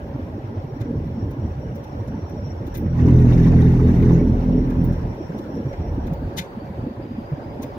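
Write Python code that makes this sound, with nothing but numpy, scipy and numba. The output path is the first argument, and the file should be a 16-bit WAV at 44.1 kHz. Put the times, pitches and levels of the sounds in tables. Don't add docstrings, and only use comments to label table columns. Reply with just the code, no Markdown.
import sys
import numpy as np
from scipy import signal
from scipy.fft import rfft, irfft, next_fast_len
from scipy.io import wavfile
from scipy.ndimage import uniform_filter1d
from numba import njit

SR = 44100
rng = np.random.default_rng(int(sys.argv[2]) if len(sys.argv) > 2 else 0)


def output_pcm(signal):
    pcm = np.clip(np.atleast_2d(signal).T, -1, 1) * 32767
    wavfile.write(sys.argv[1], SR, np.round(pcm).astype(np.int16))


N = 343085
TIME_S = np.arange(N) / SR
PORT_LAG = 17
OPPOSITE = np.array([[1], [-1]])


def undb(db):
    return 10 ** (np.asarray(db) / 20)


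def level(x, db):
    return x * undb(db) / np.sqrt(np.mean(x ** 2))


def curves(table):
    s, *columns = np.transpose(table)
    return [np.interp(TIME_S, s, column) for column in columns]


def shape(x, points):
    size = next_fast_len(N)
    hz, db = np.transpose(points)
    log_hz = np.log(np.arange(1, size // 2 + 2) * SR / size)
    gain = undb(np.interp(log_hz, np.log(hz), db))
    return irfft(rfft(x, size) * gain, size)[..., :N]


@njit
def svf(x, hz, width):
    y, band, low = np.empty(len(x)), 0., 0.
    for i in range(len(x)):
        g, damping = np.tan(np.pi * hz[i] / SR), width / hz[i]
        v = (band + g * (x[i] - low)) / (1 + g * (g + damping))
        band, low, y[i] = 2 * v - band, low + 2 * g * v, damping * v
    return y


def steep_band(x, hz, width):
    return svf(svf(x, hz, 1. * width), hz, 1. * width)


def ring(x, modes):
    return sum(undb(db) * steep_band(x, hz * np.ones(N), width) for hz, width, db in modes)


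def walk(rate):
    hold = int(SR / rate)
    steps = np.repeat(rng.standard_normal(N // hold + 1), hold)
    return 1.03 * uniform_filter1d(uniform_filter1d(steps, hold), hold)[:N]


def noise():
    return rng.standard_normal(N)


def grains(rate, spread_db):
    return noise() * (rng.random(N) < rate / SR) * undb(spread_db * rng.exponential(size=N))


def flicker(x, db):
    spectrum = signal.stft(x, nperseg=512)[2]
    field = uniform_filter1d(rng.standard_normal(spectrum.shape), size=3, axis=1) * np.sqrt(3)
    return signal.istft(spectrum * undb(db * field), nperseg=512)[1][:N]


def patchy(points, flicker_db):
    size = next_fast_len(N)
    octave = np.log2(np.arange(1, size // 2 + 2) * SR / size)
    whole, out = rfft(shape(noise(), points), size), 0
    for centre in np.arange(12, 29) / 2:
        band = np.clip(1 - 2 * abs(octave - centre), 0, 1)
        out = out + irfft(whole * band, size)[:N] * undb(2.34 * walk(28))
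    return flicker(out, flicker_db)


def road():
    # start_s, boom_db, heave_db, roar_db (all relative)
    roughness = [(0, -30, -43, -34), (.35, -35.5, -42, -33.5), (.85, -27.5, -41, -31),
                 (1.55, -25, -38, -32.5), (1.9, -31, -51, -34.5), (2.5, -35, -46, -36),
                 (2.8, -25, -32, -28.5), (5.0, -23, -34.5, -30), (5.2, -33, -44, -30),
                 (5.5, -31.5, -46, -28.5), (5.8, -32, -32, -35.5), (6.14, -28, -25, -32.5),
                 (6.65, -36.5, -55.5, -38.5), (7.0, -33, -52, -31.5), (7.4, -32.5, -47, -36),
                 (7.78, -30.5, -41, -32)]
    # pitch_hz, level_db (relative)
    boom_colour = [(15, -52), (25, -21.5), (81, 0), (129, -2.5), (188, -10.5), (220, -9.5), (290, -17.5),
                   (480, -120)]
    roar_colour = [(76, -37.5), (130, -11.5), (189, -6), (231, -3.5), (279, -3.5), (392, -11), (480, -12),
                   (620, -37), (1060, -120)]
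    boom_db, heave_db, roar_db = curves(roughness)
    throb = walk(20)
    heave = level(ring(noise() * undb(3.2 * throb), [(46.3, 38, 0)]), -1.5)
    boom = level(shape(noise() * undb(5.3 * throb + 1.3 * walk(30)), boom_colour), -1.3)
    roar = level(shape(noise() * undb(2.6 * throb + 6.4 * walk(24)), roar_colour), -4.0)
    return heave * undb(heave_db) + boom * undb(boom_db) + roar * undb(roar_db)


def bumps():
    # middle_s, level_db (peak of the lump), pitch_hz
    large = [(0.154, -22, 125), (0.16, -25.5, 280), (0.198, -22, 247), (0.234, -24, 88),
             (0.383, -25.5, 337), (0.449, -22.5, 112), (0.491, -23, 104), (0.579, -18, 92),
             (0.647, -22.5, 141), (0.733, -24.5, 131), (0.767, -21.5, 269), (0.812, -19, 111.5),
             (0.859, -20, 282), (0.897, -23.5, 218), (1.057, -23.5, 162), (1.186, -20.5, 216),
             (1.232, -22, 109), (1.312, -22.5, 142), (1.371, -23, 287), (1.394, -21, 128), (1.442, -17, 89),
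             (1.515, -20.5, 85), (1.586, -23, 143), (1.758, -25.5, 227), (1.95, -25, 274),
             (2.008, -20.5, 100.4), (2.146, -24, 249), (2.239, -23, 88), (2.526, -24.5, 90),
             (2.574, -25.5, 80.6), (2.616, -23, 111.7), (2.682, -21.5, 321), (5.063, -20, 203),
             (5.211, -20.5, 321), (5.303, -21.5, 163), (5.399, -20.5, 308), (5.501, -26, 300),
             (5.665, -17, 127.3), (5.802, -19, 80.6), (5.811, -22.5, 159), (5.87, -26.5, 322),
             (5.917, -22, 80), (5.986, -21.5, 292), (6.123, -17.5, 160), (6.227, -21, 257),
             (6.28, -24, 101), (6.37, -25, 255), (6.404, -22.5, 176), (6.578, -22.5, 222),
             (6.798, -24.5, 119), (6.839, -22.5, 244), (6.871, -19.5, 264), (6.914, -25, 220),
             (7.0, -24.5, 334), (7.115, -21.5, 248), (7.189, -19.5, 226), (7.328, -18.5, 146),
             (7.383, -24, 273), (7.601, -23.5, 247), (7.649, -25, 252)]
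    small_count, small_db, small_spread_db = 40, -29.5, 2.5
    lowest_hz, highest_hz = 130, 400
    width_cycles = 3
    lump, thud = np.zeros(N + SR), np.zeros(N + SR)
    t = np.arange(-SR // 8, SR // 8) / SR
    when, size, pitch = rng.random((small_count, 3)).T
    small = np.transpose([when * N / SR, small_db + small_spread_db * (2 * size - 1),
                          lowest_hz * (highest_hz / lowest_hz) ** pitch])
    rows = np.vstack([small, large])
    for (s, db, hz), turn in zip(rows, rng.random((len(rows), 1))):
        swell = undb(db) * .5 ** ((2 * t * hz / width_cycles) ** 2)
        lump[int(s * SR):][:len(t)] += swell * np.sin(2 * np.pi * (hz * t + turn))
        thud[int(s * SR):][:len(t)] += swell
    body = level(ring(noise(), [(91, 110, 1.5), (258.6, 160, -4)]), -11.0)
    return lump[SR // 8:][:N] + thud[SR // 8:][:N] * body


def strip():
    # start_s, drum_db, knock_db, shake_db (of the trim; all relative)
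    swells = [(2.7, -45.5, -56.5, -75.5), (2.9, -28, -46, -62), (3.05, -16, -22, -42),
              (3.3, -17, -22.5, -42), (3.55, -14.5, -21, -42.5), (3.78, -17, -23, -44.5),
              (3.87, -15, -19, -42), (3.93, -24, -22.5, -43), (4.0, -16, -21, -44),
              (4.18, -16.5, -20, -45.5), (4.29, -22.5, -23.5, -52), (4.43, -26, -29.5, -53),
              (4.54, -23, -25, -58.5), (4.75, -30.5, -30, -59), (4.9, -16, -25.5, -55),
              (4.97, -29.5, -44, -62.5), (5.15, -42, -49.5, -66)]
    # multiple (of the rib rate), level_db (relative), share (of the swell that it follows),
    # beat_db (depth), drift_db_per_s
    drum_tones = [(1, -6, .35, 1, -1.5), (2, -5, 0.69, 4.0, -2), (3, -2, 0.97, 3.0, -2.5),
                  (4, -2, 1.06, 3.2, 0)]
    # multiple (of the rib rate), level_db (relative)
    knock_tones = [(5, -4), (6, 0.5), (7, -7), (8, -14), (9, -17), (10, -14), (11, -26), (12, -23.5)]
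    bounce_s = [3.0, 3.12, 4.96, 5.02]
    # pitch_hz, width_hz (of each pass), level_db (relative)
    trim = [(780, 480, 16), (1478, 300, 6), (1903, 590, 6.5), (2560, 970, -4), (3660, 330, -4.5),
            (4260, 1200, -10), (5880, 1600, -8), (11370, 6500, -20.5), (14500, 4000, -16.5)]
    rib_hz, rib_rise_hz_per_s, middle_s = 41.92, .75, 3.9
    beat_rate = 14
    drum_db, knock_db, shake_db = curves(swells)
    since = TIME_S - middle_s
    hz = rib_hz + rib_rise_hz_per_s * since
    turns = np.cumsum(hz) / SR
    top_db = drum_db.max()
    beat_growth = np.clip(1 + .4 * since, .3, 2)

    tones = []
    for k, db, share, beat_db, drift in drum_tones:
        follow_db = share * (drum_db - top_db) + drift * since
        tones.append((k, top_db + db + follow_db + beat_db * beat_growth * walk(beat_rate)))
    tones[0] = (1, tones[0][1] + np.interp(TIME_S, bounce_s, [-8.5, 0.5, 0, -15]))
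    tones += [(k, knock_db + db + 2.57 * walk(9)) for k, db in knock_tones]

    drum = np.zeros((2, N))
    for k, db in tones:
        roughness = min(.13 * k, 1.1)
        wobble_turns = rng.random() + 0.027 * k * walk(7)
        steady = np.sqrt(2) * np.sin(2 * np.pi * (k * turns + wobble_turns))
        blur, apart = (level(steep_band(noise(), k * hz, 45.), 0) for _ in range(2))
        drum += undb(db) * (steady + roughness * blur + .09 * apart * OPPOSITE)

    jolt_db = 2.2 * walk(35)

    def rattle():
        rung = sum(ring(grains(2500, 1.3) * undb(2.4 * walk(30) + jolt_db), [mode]) for mode in trim)
        return level(flicker(rung, 5.6), 5.8)

    left, right = rattle(), rattle()
    shake = np.array([left, 0.19 * np.roll(left, PORT_LAG) + 1.15 * right]) * undb(shake_db)
    on = np.interp(TIME_S, [2.62, 2.72, 5.1, 5.2], [0, 1, 1, 0])
    return on * (drum + shake)


def ticks():
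    # start_s (before the group's lag), level_db (relative), tilt_db_per_octave (upward),
    # top_db (extra, second group), low_db (extra, last group)
    tick_rows = [(0.803, -49.5, -5, 5, 1), (1.3069, -60.5, 1, 0, 0), (1.753, -60.5, 0.5, 9, 0),
                 (1.836, -58.5, -0.5, -3, 2), (2.074, -60, 0, -5, 3), (2.293, -64, 0, 6, 11),
                 (2.665, -56, -1, 4, -10), (2.742, -45.5, -2, 5, 4.5), (2.77, -58, 4.5, 10, 0),
                 (4.017, -51.5, -7, 9, 10.5), (4.6975, -55, -3, 4, 2), (4.843, -64, 4.5, 13, 9),
                 (4.923, -57, -2.5, -8, -1), (5.381, -54, -3.5, 3, -3), (5.724, -54.5, -9, 4, 8.5),
                 (6.063, -52.5, -4, 5, 5.5), (6.13, -59, 0, 8, 2), (6.3696, -27, -4.5, -3, -2),
                 (6.403, -49, -10, 1, 1), (7.62, -46.5, 0, 1, 1)]
    # pitch_hz, width_hz (of each pass), level_db (relative)
    creak = [
        [(10200, 2300, -1), (11600, 1800, 4.5)],
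        [(14000, 2000, -3), (15300, 700, 5)],
        [(5260, 920, -7.5), (6060, 1700, -0.5)],
        [(3080, 340, -3), (3610, 490, 2.5), (3950, 490, -1)],
        [(1590, 220, -0.5), (2095, 250, 3), (2350, 300, -1.5)],
    ]
    lag_s = (-.006, -.006, -.005, -.004, .001)
    base_s, s_per_db, base_db = .027, .0006, -57
    pan_db, tilt_from_hz = 7, 3600
    t = np.arange(SR // 5) / SR
    out = 0
    for group, modes in enumerate(creak):
        push = np.zeros((2, N + SR))
        octaves = max(np.log2(modes[-1][0] / tilt_from_hz), 0)
        for s, db, tilt, top_db, low_db in tick_rows:
            progress = np.clip(t / (base_s + s_per_db * (db - base_db)), 0, 1)
            body = np.sin(np.pi * progress) ** 2 + 0.66 * progress * np.exp(-t / 0.027)
            group_db = db + tilt * octaves + top_db * (group == 1) + low_db * (group == 4)
            first = int((s + lag_s[group]) * SR)
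            push[:, first:][:, :len(t)] += undb(group_db + pan_db / 2 * OPPOSITE) * body
        near, far = (level(ring(grains(5000, 1.2), modes), -4.5) for _ in range(2))
        out = out + push[:, :N] * np.array([near, .6 * np.roll(near, PORT_LAG) + .8 * far])
    return out


def vent():
    # start_s, end_s, start_hz, end_hz, start_db, full_db (relative)
    whistles = [(0, 6.08, 5560, 5610, -74, -64.5), (6.12, 6.97, 4490, 4500, -72, -70.5),
                (7.0, 7.8, 4830, 4960, -70, -69)]
    edge_s, swell_s, width_hz = .03, 2.25, 210
    out = 0
    for start, end, hz0, hz1, db0, db1 in whistles:
        hz = np.interp(TIME_S, [start, end], [hz0, hz1]) * (1 + .007 * walk(40) + .009 * walk(3))
        on = np.clip(np.minimum(TIME_S - start, end - TIME_S) / edge_s, 0, 1)
        sides = [level(steep_band(noise(), hz, width_hz), side_db) for side_db in (3.5, 1.5)]
        swell_db = np.interp(TIME_S, [start, min(start + swell_s, end)], [db0, db1])
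        out = out + np.array(sides) * on * undb(swell_db + 3.5 * walk(40) + .8 * walk(8))
    return out


def air():
    # start_s, level_db (relative)
    wind = [(0, 0), (1, -1), (2, 0), (3, 0), (4.5, 3.5), (5.5, 1.5), (6.3, 1.5), (7, 0), (7.78, 2)]
    # pitch_hz, level_db (relative)
    alike_colour = [(190, -15.5), (330, -3.5), (495, -8), (555, -1.5), (663, -11.5), (903, -11.5),
                    (1200, -25), (1670, -24.5), (2730, -34.5), (4890, -44), (6500, -48.5), (8500, -58),
                    (11500, -52), (16000, -50.5)]
    opposite_colour = [(30, -20), (60, -3.5), (400, -4), (569, 5), (649, -6.5), (937, 0), (1810, -13.5),
                       (2830, -20.5), (5170, -30.5), (6500, -36.5), (8500, -44.5), (11500, -37),
                       (16000, -44)]
    wind_db, = curves(wind)
    alike = level(patchy(alike_colour, 3.4), -39)
    opposite = level(patchy(opposite_colour, 2.5), -44.5)
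    return undb(wind_db) * (alike + opposite * OPPOSITE)


def scene():
    # pitch_hz, level_db (left minus right)
    lean = [(60, 0), (110, -1.5), (200, -1.0), (380, -0.5), (700, -3.5), (1290, -0.5), (2380, 4.5),
            (4400, 1.5), (8120, 3.5), (15000, 3)]
    low = road() + bumps()
    cabin = low + strip() + air()
    hz, db = np.transpose(lean)
    left = shape(cabin[0], np.transpose([hz, db / 2]))
    right = shape(cabin[1], np.transpose([hz, -db / 2]))
    return np.array([left, right]) + ticks() + vent()


def record(dry):
    low_cut = signal.sosfilt(signal.butter(4, 33., "high", fs=SR, output="sos"), dry)
    rounded = .85 * np.tanh(low_cut / .85)
    top_cut = signal.ellip(10, .2, 80, 15650, fs=SR, output="sos")
    return signal.sosfilt(top_cut, rounded)


dry = scene()
out = record(dry)
output_pcm(out)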